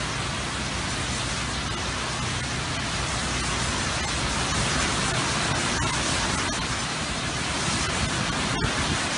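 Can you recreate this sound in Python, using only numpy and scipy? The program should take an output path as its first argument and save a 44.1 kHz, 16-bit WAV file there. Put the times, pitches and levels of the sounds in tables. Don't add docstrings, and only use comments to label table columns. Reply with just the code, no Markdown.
import sys
import numpy as np
from scipy import signal
from scipy.fft import rfft, irfft, next_fast_len
from scipy.io import wavfile
from scipy.ndimage import uniform_filter1d, map_coordinates

SR = 44100
rng = np.random.default_rng(int(sys.argv[2]) if len(sys.argv) > 2 else 0)


def persist_wave(psi):
    counts = np.round(np.clip(psi, -1, 1) * 32767).astype(np.int16)
    wavfile.write(sys.argv[1], SR, np.atleast_2d(counts).T)


def ratio(d):
    e = np.asarray(d, float) / 20
    return 10 ** e


N = 404397

HOP = 1024
PHONE_SR, PHONE_START = 48000, 474


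def at_hz(points, hz):
    points = np.array(points)
    return np.interp(np.log(hz + 1), np.log(points[:, 0]), points[:, 1])


def rms_one(x):
    return x / np.sqrt(np.mean(x ** 2) + 1e-20)


def drift(rate):
    knots = rng.standard_normal(400)
    places = np.arange(0, N, 16) / SR * rate + 2
    return rms_one(map_coordinates(knots, [places], order=3)).repeat(16)[:N]


def swells(rows):
    t = np.arange(N) / SR
    return sum(db * np.cos(np.pi / 2 * np.clip((t - s) / half_s, -1, 1)) ** 2 for s, db, half_s in rows)


def patchy(source, spectrum, shared_db, own_db, rate):
    size = next_fast_len(N)
    hz = np.arange(size // 2 + 1) * SR / size
    lines = rfft(source, size) * ratio(at_hz(spectrum, hz))
    half_octave = 2 * np.log2(hz + 1)
    lowest, highest = int(2 * np.log2(spectrum[0][0])), int(2 * np.log2(spectrum[-1][0])) + 1
    together = drift(rate / 2)
    out = np.zeros(N)
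    for k in range(lowest, highest + 1):
        share = np.cos(np.pi / 2 * np.clip(half_octave - k, -1, 1)) ** 2
        band = irfft(lines * share, size)[:N]
        out += band * ratio(shared_db * together + own_db * drift(rate))
    return rms_one(out)


def drops(per_s, spread_db, share):
    sizes = ratio(spread_db * np.minimum(rng.exponential(1, N), 4)) * rng.choice([-1, 1], N)
    near = rms_one(sizes * (rng.random(N) < per_s / SR))
    return np.sqrt(share) * near + np.sqrt(1 - share) * rng.standard_normal(N)


# time in seconds, wind in the trees in dB, rain on leaves and water in dB.
STORM_LEVELS = [(0.0, -33.5, -34), (0.5, -34.5, -34.5), (1.17, -33.5, -32.5), (1.63, -34.5, -34),
                (2.1, -33.5, -34), (2.45, -34, -34), (2.83, -34, -33.5), (3.47, -32, -31),
                (4.14, -32, -31.5), (4.7, -30, -29.5), (5.6, -30.5, -30), (6.25, -30.5, -29.5),
                (6.64, -32.5, -32), (7.25, -34, -34), (7.71, -31.5, -29.5), (7.9, -32, -31),
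                (8.53, -30.5, -32), (9.17, -31, -31)]


def storm_level(mean_db, windy, rainy):
    s, wind_db, rain_db = np.transpose(STORM_LEVELS)
    t = np.arange(N) / SR
    wind_swing_db = np.interp(t, s, wind_db) + 32
    rain_swing_db = np.interp(t, s, rain_db) + 31.5
    return ratio(mean_db + windy * wind_swing_db + rainy * rain_swing_db)


# centre in seconds, change in dB, half length in seconds.
EDDY_SWELLS = [(3.19, 2, .15), (3.4, 5, .06), (3.8, 3, 0.1), (4.24, 2, .1), (4.6, 3.5, .15),
               (5.82, 7.5, 0.1), (5.9, -3, 0.065), (6.2, -4, .08), (6.4, 3, .15), (7.65, -1, 0.093),
               (8.52, 4, .08), (4.85, -2, .1), (1.2, -3, 0.17), (2.1, -6.5, 0.16), (6.92, -10, .1),
               (8.02, 7, .07), (8.12, -5, .08), (8.63, 3, 0.1), (8.73, -10, .06), (8.93, 2.5, .08),
               (9.17, -10, 0.21), (5.25, -2.5, .2)]


def eddies():
    return swells(EDDY_SWELLS)


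# frequency in Hz, level in dB per Hz.
BUFFET_SPECTRUM = [(15, -36), (25, -17), (57, 3), (135, -0.5), (180, -28), (300, -120)]


def buffeting(eddy_db):
    air = patchy(rng.standard_normal(N), BUFFET_SPECTRUM, shared_db=0.75, own_db=-0.1, rate=8.0)
    return storm_level(-35.5, windy=0.57, rainy=0.01) * ratio(eddy_db) * air


# frequency in Hz, level in dB per Hz.
RUMBLE_SPECTRUM = [(79, -32), (135, -2), (188, -3.5), (247, -3.5), (307, -6.5), (350, -5), (450, -13.5),
                   (580, -43), (990, -120)]


def house_rumble(eddy_db):
    air = patchy(rng.standard_normal(N), RUMBLE_SPECTRUM, shared_db=-0.1, own_db=0.4, rate=8.0)
    return storm_level(-35, windy=1.2, rainy=0.01) * ratio(0.3 * eddy_db) * air


# frequency in Hz, level in dB per Hz.
TREES_SPECTRUM = [(260, -28), (450, -5), (667, -0.5), (760, -2.5), (1100, 0), (1730, -1.5), (2000, -7.5),
                  (2600, -40), (4400, -120)]


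def trees():
    leaves = drops(per_s=1500.0, spread_db=1.7, share=0.1)
    roar = patchy(leaves, TREES_SPECTRUM, shared_db=0.24, own_db=0.5, rate=12.0)
    return storm_level(-32, windy=1.01, rainy=0.01) * roar


# frequency in Hz, level in dB per Hz.
RAIN_SPECTRUM = [(1180, -36), (2000, 0), (4250, -2), (4900, -8.5), (6370, -31.5), (10800, -120)]


def rain():
    patter = patchy(drops(per_s=3000.0, spread_db=2.5, share=0.16), RAIN_SPECTRUM,
                    shared_db=-0.05, own_db=0.8, rate=18.0)
    return storm_level(-33, windy=0.23, rainy=0.6) * patter


# frequency in Hz, level in dB per Hz.
SPRAY_SPECTRUM = [(2880, -32.5), (4900, -2.5), (5980, -0.5), (7670, -4.5), (9150, -4.5), (10200, -9),
                  (13400, -46), (22000, -120)]


def spray():
    hiss = patchy(drops(per_s=5000.0, spread_db=2.8, share=0.15), SPRAY_SPECTRUM,
                  shared_db=0.5, own_db=1.3, rate=22.0)
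    return storm_level(-35.5, windy=-0.2, rainy=1.4) * hiss


# order (multiple of the firing rate), level in dB re the hum level, wavering in dB.
HUM_ORDERS = [(2, -2, 2), (4, -2, 1.5), (5, -2, 2), (6, -9, 2), (7, -10, 2), (8, -9, 2), (9, -10, 2)]
# order, centre in seconds, change in dB, half length in seconds.
ORDER_SWELLS = [(2, 3.9, 5, 1.3), (2, 7, -8, 2.5), (4, 1.26, 4.5, .2), (4, 1.75, -11, .2), (4, 2.4, 4, 1.1),
                (4, 5.2, -6, 0.83), (4, 8.1, -7.5, 1.6), (5, 9.1, -12, .6), (5, 7.5, -2, .3),
                (5, 1.1, -6, 1.5), (5, 4.9, 4.5, 0.7), (5, 6.3, -6, 0.67), (6, .9, 6, 0.98),
                (9, 0.63, 4, 0.65)]


def generator():
    firing_hz, hum_db = 124.2 / 4, -42
    turns = firing_hz * np.arange(N) / SR
    hum = np.zeros(N)
    for order, db, waver_db in HUM_ORDERS:
        swell_db = swells([row[1:] for row in ORDER_SWELLS if round(row[0]) == order])
        level = ratio(hum_db + db + swell_db + waver_db * drift(2.5))
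        hum += np.sqrt(2) * level * np.sin(2 * np.pi * (order * turns + rng.random()))
    return hum


def lapped(x, start, count):
    n = np.arange(2 * HOP)
    window = np.sin(np.pi * (n + .5) / 2 / HOP)
    waves = np.cos(np.pi / HOP * np.outer(np.arange(count) + .5, n + .5 + HOP / 2))
    basis = waves * np.sqrt(2 / HOP) * window
    blocks = np.r_[np.zeros(HOP - start), x, np.zeros(2 * HOP)]
    blocks = blocks[:len(blocks) // HOP * HOP].reshape(-1, HOP)
    return np.hstack([blocks[:-1], blocks[1:]]) @ basis.T, basis


def overlap(lines, basis, start, size):
    frames = lines @ basis
    rising = np.r_[frames[:, :HOP].ravel(), np.zeros(HOP)]
    falling = np.r_[np.zeros(HOP), frames[:, HOP:].ravel()]
    return (rising + falling)[HOP - start:HOP - start + size]


def suppressor(lines):
    power = lines ** 2 + 1e-12
    near = uniform_filter1d(uniform_filter1d(power, size=3, axis=1), size=2, axis=0)
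    steady = uniform_filter1d(uniform_filter1d(power, size=25, axis=1), size=5, axis=0)
    depth = np.interp(np.arange(lines.shape[1]), [15, 50, 90, 250, 400], [.03, .15, .23, .2, .08])
    return lines * (near / steady) ** depth


# start in seconds, low edge in Hz, high edge in Hz.
SPLIT_BANDS = [(0.131, 6900.0, 8300.0), (0.92, 5700.0, 6900.0), (1.013, 8200.0, 9700.0),
               (1.129, 5600.0, 6900.0), (1.617, 4200.0, 5200.0), (1.78, 4200.0, 5200.0),
               (2.941, 4200.0, 5200.0), (3.01, 6200.0, 8300.0), (3.637, 4600.0, 6300.0),
               (3.684, 5100.0, 6900.0), (3.823, 5600.0, 6900.0), (4.078, 5600.0, 7600.0),
               (4.287, 6900.0, 10300.0), (4.705, 4200.0, 5200.0), (4.798, 5100.0, 6900.0),
               (4.798, 8900.0, 10400.0), (4.961, 6900.0, 8300.0), (5.146, 8900.0, 10300.0),
               (6.307, 8900.0, 10400.0), (6.795, 5600.0, 6900.0), (7.05, 4200.0, 5200.0),
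               (7.167, 5100.0, 6300.0), (7.956, 6200.0, 8300.0), (9.14, 4200.0, 5200.0),
               (9.14, 7200.0, 9600.0)]


def ear_difference(x):
    start = 160
    lines, basis = lapped(x, start, count=490)
    side = np.zeros_like(lines)
    for s, low_hz, high_hz in SPLIT_BANDS:
        k = round(((s + .012) * SR - start) / HOP)
        low, high = round(low_hz * 2 * HOP / SR), round(high_hz * 2 * HOP / SR)
        band = lines[k, low:high]
        side[k, low:high] = ratio(-3.5) * band.std() * rng.standard_normal(band.shape)
    return overlap(side, basis, start, N)


# time in seconds, number of lines kept.
STARVED_FRAMES = [(1.695, 19), (1.759, 13), (2.207, 23), (2.421, 9), (2.783, 17), (3.423, 24), (4.021, 13),
                  (4.063, 13), (4.533, 15), (5.13, 7), (5.535, 19), (5.791, 12), (5.813, 13), (5.855, 23),
                  (5.919, 5), (6.367, 13), (6.495, 21), (6.517, 10), (6.602, 9), (7.882, 14), (8.074, 14),
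                  (8.309, 14), (8.565, 15), (8.586, 16), (8.607, 16), (8.629, 23)]


def starve(lines, hz, recovery_s):
    out = lines.copy()
    step = ratio(at_hz([(1500, 0), (4000, -2.5), (9000, -8.5)], hz))
    for s, kept in list(STARVED_FRAMES) + [(recovery_s + .012, 16)]:
        k = round((s * PHONE_SR - PHONE_START) / HOP)
        strength = np.abs(lines[k]) / step
        edge = np.sort(strength)[-int(kept)]
        rounded = np.sign(lines[k]) * step * 2 * edge * np.floor(strength / edge / 2 + .5)
        out[k] = rounded + ratio(-41) * lines[k]
    return out


# time in seconds, peak in dB, pitch in Hz.
GUST_THUMPS = [(5.512, -22, 140), (5.805, -18.5, 109), (7.683, -18, 188), (8.03, -22.5, 137),
               (8.212, -19.5, 170), (8.3, -18, 156), (8.54, -21, 250), (8.585, -21, 240), (8.644, -16, 111),
               (8.645, -19, 420), (8.659, -23, 160), (8.918, -16.5, 215), (8.931, -22, 170),
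               (8.95, -21, 123.4)]


def thumps():
    half = 1500
    out, t = np.zeros(N), np.arange(-half, half) / SR
    for s, db, hz in GUST_THUMPS:
        push = -np.cos(2 * np.pi * hz * t) * np.exp(-np.abs(t * hz / 0.42))
        at = round((s + .0008) * SR)
        out[at - half:at + half] += ratio(db + 1.5) * push
    return out


def phone(x):
    full_lines, stray_from, count = 445, 452, 465
    recovery_s = 8.638
    fast = signal.resample_poly(x, 160, 147)
    lines, basis = lapped(fast, PHONE_START, count)
    lines = suppressor(lines)
    hz = (np.arange(count) + .5) * PHONE_SR / 2 / HOP
    stray_frames = rng.random((len(lines), 1)) < .13
    stray = stray_frames * (rng.random(lines.shape) < .14) * (np.arange(count) > stray_from)
    stray_lines = ratio(-35) * stray * rng.choice([-1, 1], lines.shape)
    lines[:, full_lines:] = stray_lines[:, full_lines:]
    full = overlap(lines, basis, PHONE_START, len(fast))
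    poor = overlap(starve(lines, hz, recovery_s), basis, PHONE_START, len(fast))
    since = np.arange(len(fast)) / PHONE_SR - recovery_s
    recovered = np.clip(since / .0027 + .5, 0, 1)
    return signal.resample_poly(poor + recovered * (full - poor), 147, 160)[:N]


def scene():
    eddy_db = eddies()
    wind = buffeting(eddy_db) + house_rumble(eddy_db) + trees()
    water = rain() + spray()
    return np.tile(wind + water + generator() + thumps(), (2, 1))


def top_cut(x):
    return signal.sosfilt(signal.butter(12, 10990, fs=SR, output="sos"), x)


def record(dry):
    bass_cut = signal.butter(2, 36.0, "high", fs=SR, output="sos")
    mono = phone(signal.sosfilt(bass_cut, dry[0]))
    side = ear_difference(mono)
    return top_cut(np.array([mono + side, mono - side]))


dry = scene()
out = record(dry)
persist_wave(out)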